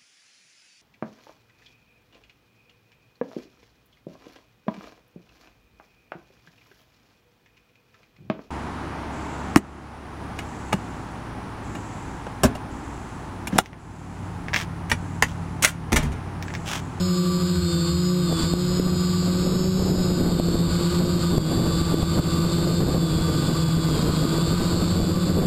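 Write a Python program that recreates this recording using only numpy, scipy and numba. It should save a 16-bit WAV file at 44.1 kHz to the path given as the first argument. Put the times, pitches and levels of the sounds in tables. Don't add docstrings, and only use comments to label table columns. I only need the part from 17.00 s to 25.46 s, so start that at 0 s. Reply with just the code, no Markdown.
import sys
import numpy as np
from scipy import signal
from scipy.fft import rfft, irfft, next_fast_len
from scipy.io import wavfile
from scipy.ndimage import uniform_filter1d
from numba import njit

SR = 44100
rng = np.random.default_rng(int(sys.argv[2]) if len(sys.argv) > 2 else 0)


def level_to_linear(level):
    exponent = np.asarray(level, float) / 20
    return 10 ** exponent


def store_pcm(level_fs):
    pcm = np.round(np.clip(level_fs, -1, 1) * 32767).astype(np.int16)
    wavfile.write(sys.argv[1], SR, np.atleast_2d(pcm).T)


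N = 373086
TIME = np.arange(N) / SR
SWITCH_HZ = 8000
CONVERTER_HZ, OUTPUT_HZ = 12000, 48000
TURN_S, TURN_LENGTH_S = 3.4, 0.2
EARLY_FAINT_DB = -5
PULL_UP_S, PULL_UP_LENGTH_S, EASED_DB = 7.77, 0.22, -2.5
RUMBLE_DB, RUMBLE_SLOPE, RUMBLE_LAG_S, CALM_DB = -36, 0.7, 0.46, -35.5
HISS_DB = -48.5

# (time [s], level [dB])
BREEZE = [(0.0, -52), (0.3, -46), (1.23, -45.5), (1.32, -26.5), (1.42, -41.5), (1.72, -39), (1.86, -33),
          (2.05, -40.5), (2.55, -32), (2.72, -40), (2.85, -27.5), (3.35, -30.5), (3.93, -32), (4.07, -36),
          (4.5, -29), (6.17, -32.5), (7.6, -30), (8.46, -28.5)]
# (time [s], length [s], change [dB])
GUSTS = [(1.45, 0.033, 3), (1.6, 0.12, 0.5), (2.663, 0.023, 8), (3.4, .04, 0), (3.9, 0.087, 1),
         (4.5, 0.14, 4), (4.9, 0.063, 2), (5.193, .08, 5), (5.995, 0.15, 6), (6.45, 0.085, 1.5),
         (7.31, 0.091, 4), (8.106, 0.16, -3.5)]
# (frequency [Hz], level [dB])
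RUMBLE_COLOUR = [(15, -33), (30, -24.5), (60, -5.5), (110, -5.5), (200, -9), (500, -54)]
# (frequency [Hz], level [dB])
BURST_COLOUR = [(40, -1), (100, -1), (180, 1.5), (300, 1), (480, -5.5), (800, -15.5), (1500, -25.5),
                (3000, -42)]
# (time [s], push 1 or pull -1, peak [dB], frequency [Hz])
THUMPS = [(1.327, -1.0, -16, 427), (1.437, 1.0, -13, 178), (1.538, -1.0, -8, 131), (1.799, 1.0, -4.5, 233),
          (1.866, -1.0, -12.5, 210), (2.643, 1.0, -21, 276), (2.923, 1.0, -13, 229), (3.237, 1.0, -8, 198),
          (3.4, -1.0, -4.5, 174), (3.487, -1.0, -9, 255), (3.555, -1.0, -11, 207), (3.811, -1.0, -12, 252),
          (4.005, -1.0, -6, 125), (4.382, -1.0, 2.5, 126), (4.817, 1.0, -7, 187), (4.944, -1.0, -2, 242),
          (5.031, -1.0, -3, 119), (5.2, 1.0, -7.5, 136), (5.587, 1.0, -9, 189), (5.805, 1.0, -6, 200),
          (5.981, -1.0, -5, 210), (6.213, -1.0, -12, 135), (6.691, 1.0, -12, 215), (6.888, 1.0, -5.5, 267),
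          (7.254, -1.0, -7, 215), (7.385, 1.0, -8.5, 304), (7.542, 1.0, -10, 213), (7.842, 1.0, -13, 252),
          (8.032, 1.0, -9.5, 134)]
# (time [s], length [s], change [dB])
BITES = [(0.0, 0.024, 2), (0.403, 0.57, 0), (1.42, 0.049, 4.5), (3.86, 0.18, 4.5), (4.233, 0.043, 3.5),
         (4.76, 0.33, 3), (7.0, 0.95, 4.5), (7.657, 0.19, 1.5), (2.707, 0.071, -2.5), (5.302, .3, 3),
         (6.756, 0.18, -2.5)]
# (frequency [Hz], level [dB])
FRAME_COLOUR = [(290, -31), (500, 1), (543, -7.5), (596, -4.5), (771, -8), (1180, -1), (1350, -4.5),
                (1530, -6.5), (1760, -11.5), (3080, -9), (4420, -2.5), (5050, -8.5), (5900, -19.5),
                (7670, -74), (13000, -120)]
# (frequency [Hz], width [Hz], lift [dB])
FRAME_RINGS = [(845, 12, 3.5), (1173, 90, 5), (1491, 102, 8.5), (3500, 50, 1.5), (4590, 1900, 4),
               (4820, 91, 3)]
FAINT_TONES = [(0, 11), (0, 12), (0, 14), (0, 18), (0, 28), (0, 36), (0, 42), (0, 56), (1, -28), (1, -56)]
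# (near [dB], slow [dB], far [dB])
FAINT_DB = [(-16, -8.5, 5), (-33, -3, -13), (-3, -7, 0), (-21, -34, -5), (-23, -6, -10), (-7.5, -5.5, -15),
            (-37, -8, -31), (-6, -27, -11), (1, -26, -18), (-33, -9.5, -6)]
STRONG_TONES = [
    (0, 0, 42),
    (2, 0, 56),
    (0, 1, -42),
    (0, 0, 13),
    (1, 1, -42),
    (2, 0, 42),
]
# (level off resonance [dB], frequency [Hz], width [Hz], lift [dB], change before the turn [dB])
MOUNT_RINGS = [(-67.5, 3397, 830, 20.5, 2.5), (-68.5, 5110, 380, 9.5, 14.5), (-67.5, 4440, 660, 23.5, 1.5),
               (-57.5, 1165, 24, 5, 1.5), (-55.5, 4700, 400, 8.5, 0.5), (-63, 3730, 360, 10, -14)]
# (time [s], speed [Hz])
NEAR_SPEED = [(0.0, 91.8), (0.15, 89.8), (1.05, 89.7), (2.3, 89.8), (2.68, 93.1), (2.86, 93), (3.0, 90.9),
              (3.57, 84.9), (4.05, 87.9), (4.28, 86.5), (4.62, 83), (5.3, 83.6), (5.88, 86.2), (6.13, 80.6),
              (6.85, 81), (7.38, 81.9), (7.56, 86.4), (8.46, 83.3)]
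# (time [s], speed [Hz])
SLOW_SPEED = [(0.0, 86.2), (0.23, 83.4), (0.57, 82.8), (0.8, 78.8), (1.1, 74.5), (1.72, 72.6), (2.07, 79.3),
              (2.4, 82.2), (2.85, 76.7), (3.07, 76.6), (3.5, 83), (4.33, 81.2), (4.65, 76.4), (5.52, 77.3),
              (5.85, 71.8), (6.8, 71.7), (7.8, 81), (8.4, 71.8)]
# (time [s], speed [Hz])
FAR_SPEED = [(0.0, 92), (0.15, 89.9), (0.7, 88.1), (1.5, 88.2), (1.6, 89.6), (2.3, 89.8), (2.68, 93.1),
             (2.86, 93), (3.35, 88), (3.85, 91), (4.2, 90.8), (4.42, 86.5), (4.62, 89.8), (5.55, 89.6),
             (5.72, 85.6), (6.9, 85.5), (7.45, 87.5), (7.8, 92.5)]
# (time [s], length [s], near [Hz], slow [Hz], far [Hz])
TRIMS = [(0.8, .17, -4.7, 0, 0), (0.93, .06, 0, 1.1, 0), (1.1, .1, 0, 0, 2.4), (1.39, .12, -7.8, 7.6, .8),
         (1.8, .06, .6, -1, 1.7), (2.23, .07, 0, -1.2, 0), (2.6, .08, 0, 1.4, 0), (3.68, .06, .9, -.6, 0),
         (4.07, .09, 0, -2.6, 0), (4.43, .09, -5.9, -.7, 0), (5.02, .06, -.8, -1, 0),
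         (5.14, .06, 1.4, 1.4, -1.2), (5.3, .08, -.3, -1.2, 0), (5.47, .04, .4, 0, -.7),
         (5.88, .05, .3, .3, .7), (6.16, .08, -.4, 2.3, .3), (6.26, .06, .9, .5, -1.4),
         (6.42, .08, 1, -1.4, .9), (6.57, .06, .9, -.6, -1), (7.08, .13, -5.2, 2.8, 5),
         (7.37, .09, 0, -2.8, 0), (5.69, .05, .8, 0, 0), (7.95, .13, -.3, 2.4, 0), (8.06, .09, -2.6, 0, 0)]
ROTOR_ORDERS = [1, 2, 3, 4, 6, 8]
# (near [dB], slow [dB], far [dB])
ROTOR_DB = [
    (-14.5, -14.5, -6),
    (0, -1.5, 3),
    (-30, -32, -25),
    (-7, -13.5, -11),
    (-19, -32, -15),
    (-41.5, -37, -27),
]
FLUTTER_DB = [5.0, .8, 3.0, 1.2, 2.5, 3.0]
# (near [dB], slow [dB], far [dB])
LOAD_DB = [
    (-24.5, -29.5, -41),
    (-24.5, -28.5, -35.5),
    (-25.5, -37, -29),
]


def level(x, db):
    return x * level_to_linear(db) / np.sqrt(np.mean(x ** 2))


def curves(table):
    s, *columns = np.transpose(table)
    return np.array([np.interp(TIME, s, column) for column in columns])


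def bumps(s, length_s):
    return np.exp(-((TIME - s) / length_s) ** 2)


def hump(hz, ring_hz, width_hz, lift_db):
    return lift_db / (1 + (2 * (hz - ring_hz) / width_hz) ** 2)


def colour(x, points, rings=()):
    size = next_fast_len(N)
    hz = np.arange(1, size // 2 + 2) * SR / size
    points_hz, points_db = np.transpose(points)
    db = np.interp(np.log(hz), np.log(points_hz), points_db)
    for ring in rings:
        db = db + hump(hz, *ring)
    return irfft(rfft(x, size) * level_to_linear(db), size)[:N]


def walk(rate_hz):
    hold = int(SR / rate_hz)
    draws = rng.standard_normal(400)
    held = np.repeat(draws[np.arange(N // hold + 1) % 400], hold)
    return 1.3 * uniform_filter1d(uniform_filter1d(held, hold), hold)[:N]


def wind(wind_db, rumble_db, eddy_db=1.5, burst_db=3.2, rumble_share=0.4):
    eddies_db = eddy_db * walk(11) + burst_db * walk(50)
    rumble = colour(level_to_linear(rumble_share * eddies_db) * rng.standard_normal(N), RUMBLE_COLOUR)
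    bursts = colour(level_to_linear(eddies_db) * rng.standard_normal(N), BURST_COLOUR)
    return level_to_linear(rumble_db) * level(rumble, 3.96) + level_to_linear(wind_db) * level(bursts, 4.6)


def thumps(width_cycles=0.3, crackle_db=-12):
    out = np.zeros(N)
    crackle = colour(rng.standard_normal(N), [(200, 1.5), (600, -1.0), (1100, -16.5), (2500, -28)])
    ragged = level(crackle, crackle_db)
    around = np.arange(-800, 800)
    for s, push, db, hz in THUMPS:
        cycles = around / SR * hz
        at = np.clip(int(s * SR) + around, 0, N - 1)
        swing = np.sign(push) * np.cos(2 * np.pi * cycles) + ragged[at]
        out[at] += level_to_linear(db) * np.exp(-(cycles / width_cycles) ** 2) * swing
    return out


def hiss(turns, depth=0.15, patchy_db=0.5):
    near_pulse = depth * np.cos(4 * np.pi * turns[0])
    slow_pulse = 0.5 * depth * np.cos(4 * np.pi * turns[1])
    gate = 1 + near_pulse + slow_pulse
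    return level(gate * level_to_linear(patchy_db * walk(30)) * rng.standard_normal(N), 10.6)


def whine(share, order, turns, runout=0.25):
    throb = 1 + runout * np.cos(2 * np.pi * turns + order)
    cycles = share * SWITCH_HZ * TIME + order * turns
    return throb * np.cos(2 * np.pi * cycles + 0.5 * walk(40))


def faint_tones(turns, far_db, wander_db=2.0, flicker_db=3.0):
    presence_db = [0, 0, far_db - 2]
    tones = 0
    for (share, order), db in zip(FAINT_TONES, FAINT_DB):
        for k in range(3):
            tone_db = db[k] + presence_db[k] + wander_db * walk(2.8) + flicker_db * walk(22)
            tones = tones + level_to_linear(tone_db) * whine(share, order, turns[k])
    return colour(tones, [(100, -16.0), (9000, -8.5)], FRAME_RINGS)


def frame(turns, before_turn):
    hiss_db = HISS_DB + sum(db * bumps(s, length_s) for s, length_s, db in BITES)
    shaken = faint_tones(turns, EARLY_FAINT_DB * before_turn) + hiss(turns)
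    return level_to_linear(hiss_db) * level(colour(shaken, FRAME_COLOUR, FRAME_RINGS), 12.7)


def strong_tones(turns, speeds, before_turn, gain_db=8.0, wander_db=0.3):
    flicker_db = [1.5, 1.5, 1, 4, 2, 3]
    out = 0
    for (k, share, order), mount, flicker in zip(STRONG_TONES, MOUNT_RINGS, flicker_db):
        db, ring_hz, width_hz, lift_db, early_db = mount
        hz = share * SWITCH_HZ + order * speeds[k]
        db = db + hump(hz, ring_hz, width_hz, lift_db) + early_db * before_turn
        tone_db = db + gain_db + wander_db * walk(5) + flicker * walk(20)
        out = out + level_to_linear(tone_db) * whine(share, order, turns[k])
    return out


def rotors(turns, load_db):
    out = 0
    for order, db, flutter_db in zip(ROTOR_ORDERS, ROTOR_DB, FLUTTER_DB):
        for k in range(3):
            tone = np.cos(2 * np.pi * order * turns[k] + 0.3 * flutter_db * walk(15))
            out = out + level_to_linear(db[k] + load_db[k] + 3.5 + flutter_db * walk(9)) * tone
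    return out


def shaft_speeds():
    speeds = np.vstack([curves(NEAR_SPEED), curves(SLOW_SPEED), curves(FAR_SPEED)])
    return speeds + sum(np.outer(hz, bumps(s, length_s)) for s, length_s, *hz in TRIMS)


def scene():
    speeds = shaft_speeds()
    turns = np.cumsum(speeds, axis=1) / SR + rng.uniform(size=(3, 1))
    before_turn = 0.5 - 0.5 * np.tanh((TIME - TURN_S) / TURN_LENGTH_S)
    pulled_up = 0.5 + 0.5 * np.tanh((TIME - PULL_UP_S) / PULL_UP_LENGTH_S)
    stages = np.array([before_turn, 1 - before_turn - pulled_up, pulled_up])
    load_db = np.transpose(LOAD_DB) @ stages

    wind_db = curves(BREEZE)[0] + sum(db * bumps(s, length_s) for s, length_s, db in GUSTS)
    average_db = uniform_filter1d(wind_db, int(RUMBLE_LAG_S * SR))
    rumble_db = RUMBLE_DB + RUMBLE_SLOPE * (average_db - CALM_DB)

    weather = wind(wind_db, rumble_db) + thumps()
    motors = level_to_linear(EASED_DB * pulled_up) * strong_tones(turns, speeds, before_turn)
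    sound = weather + frame(turns, before_turn) + motors + rotors(turns, load_db)
    return sound[None]


@njit
def ride(x, attack, release, top, ratio):
    y, envelope = np.empty(len(x)), top
    for i in range(len(x)):
        y[i] = x[i] * (top / envelope) ** (1 - 1 / ratio)
        rate = attack if abs(x[i]) > envelope else release
        envelope += (abs(x[i]) - envelope) * rate
    return y


def slow_converter(x):
    slow = signal.resample_poly(x, CONVERTER_HZ // 300, SR // 300)
    steps = np.repeat(slow, OUTPUT_HZ // CONVERTER_HZ)
    return signal.resample_poly(steps, SR // 300, OUTPUT_HZ // 300)[:N]


def low_pass(x):
    return signal.sosfilt(signal.butter(12, 15480, fs=SR, output="sos"), x)


def record(dry):
    attack_s, release_s = 0.0019, 0.07
    held = ride(dry[0], 1 / (attack_s * SR), 1 / (release_s * SR), 0.15, 3.2)
    held = 0.62 * np.tanh(held / 0.62)
    out = colour(slow_converter(held), [(15250, 0), (15400, -70)])
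    return low_pass(out[None])


dry = scene()
out = record(dry)
store_pcm(out)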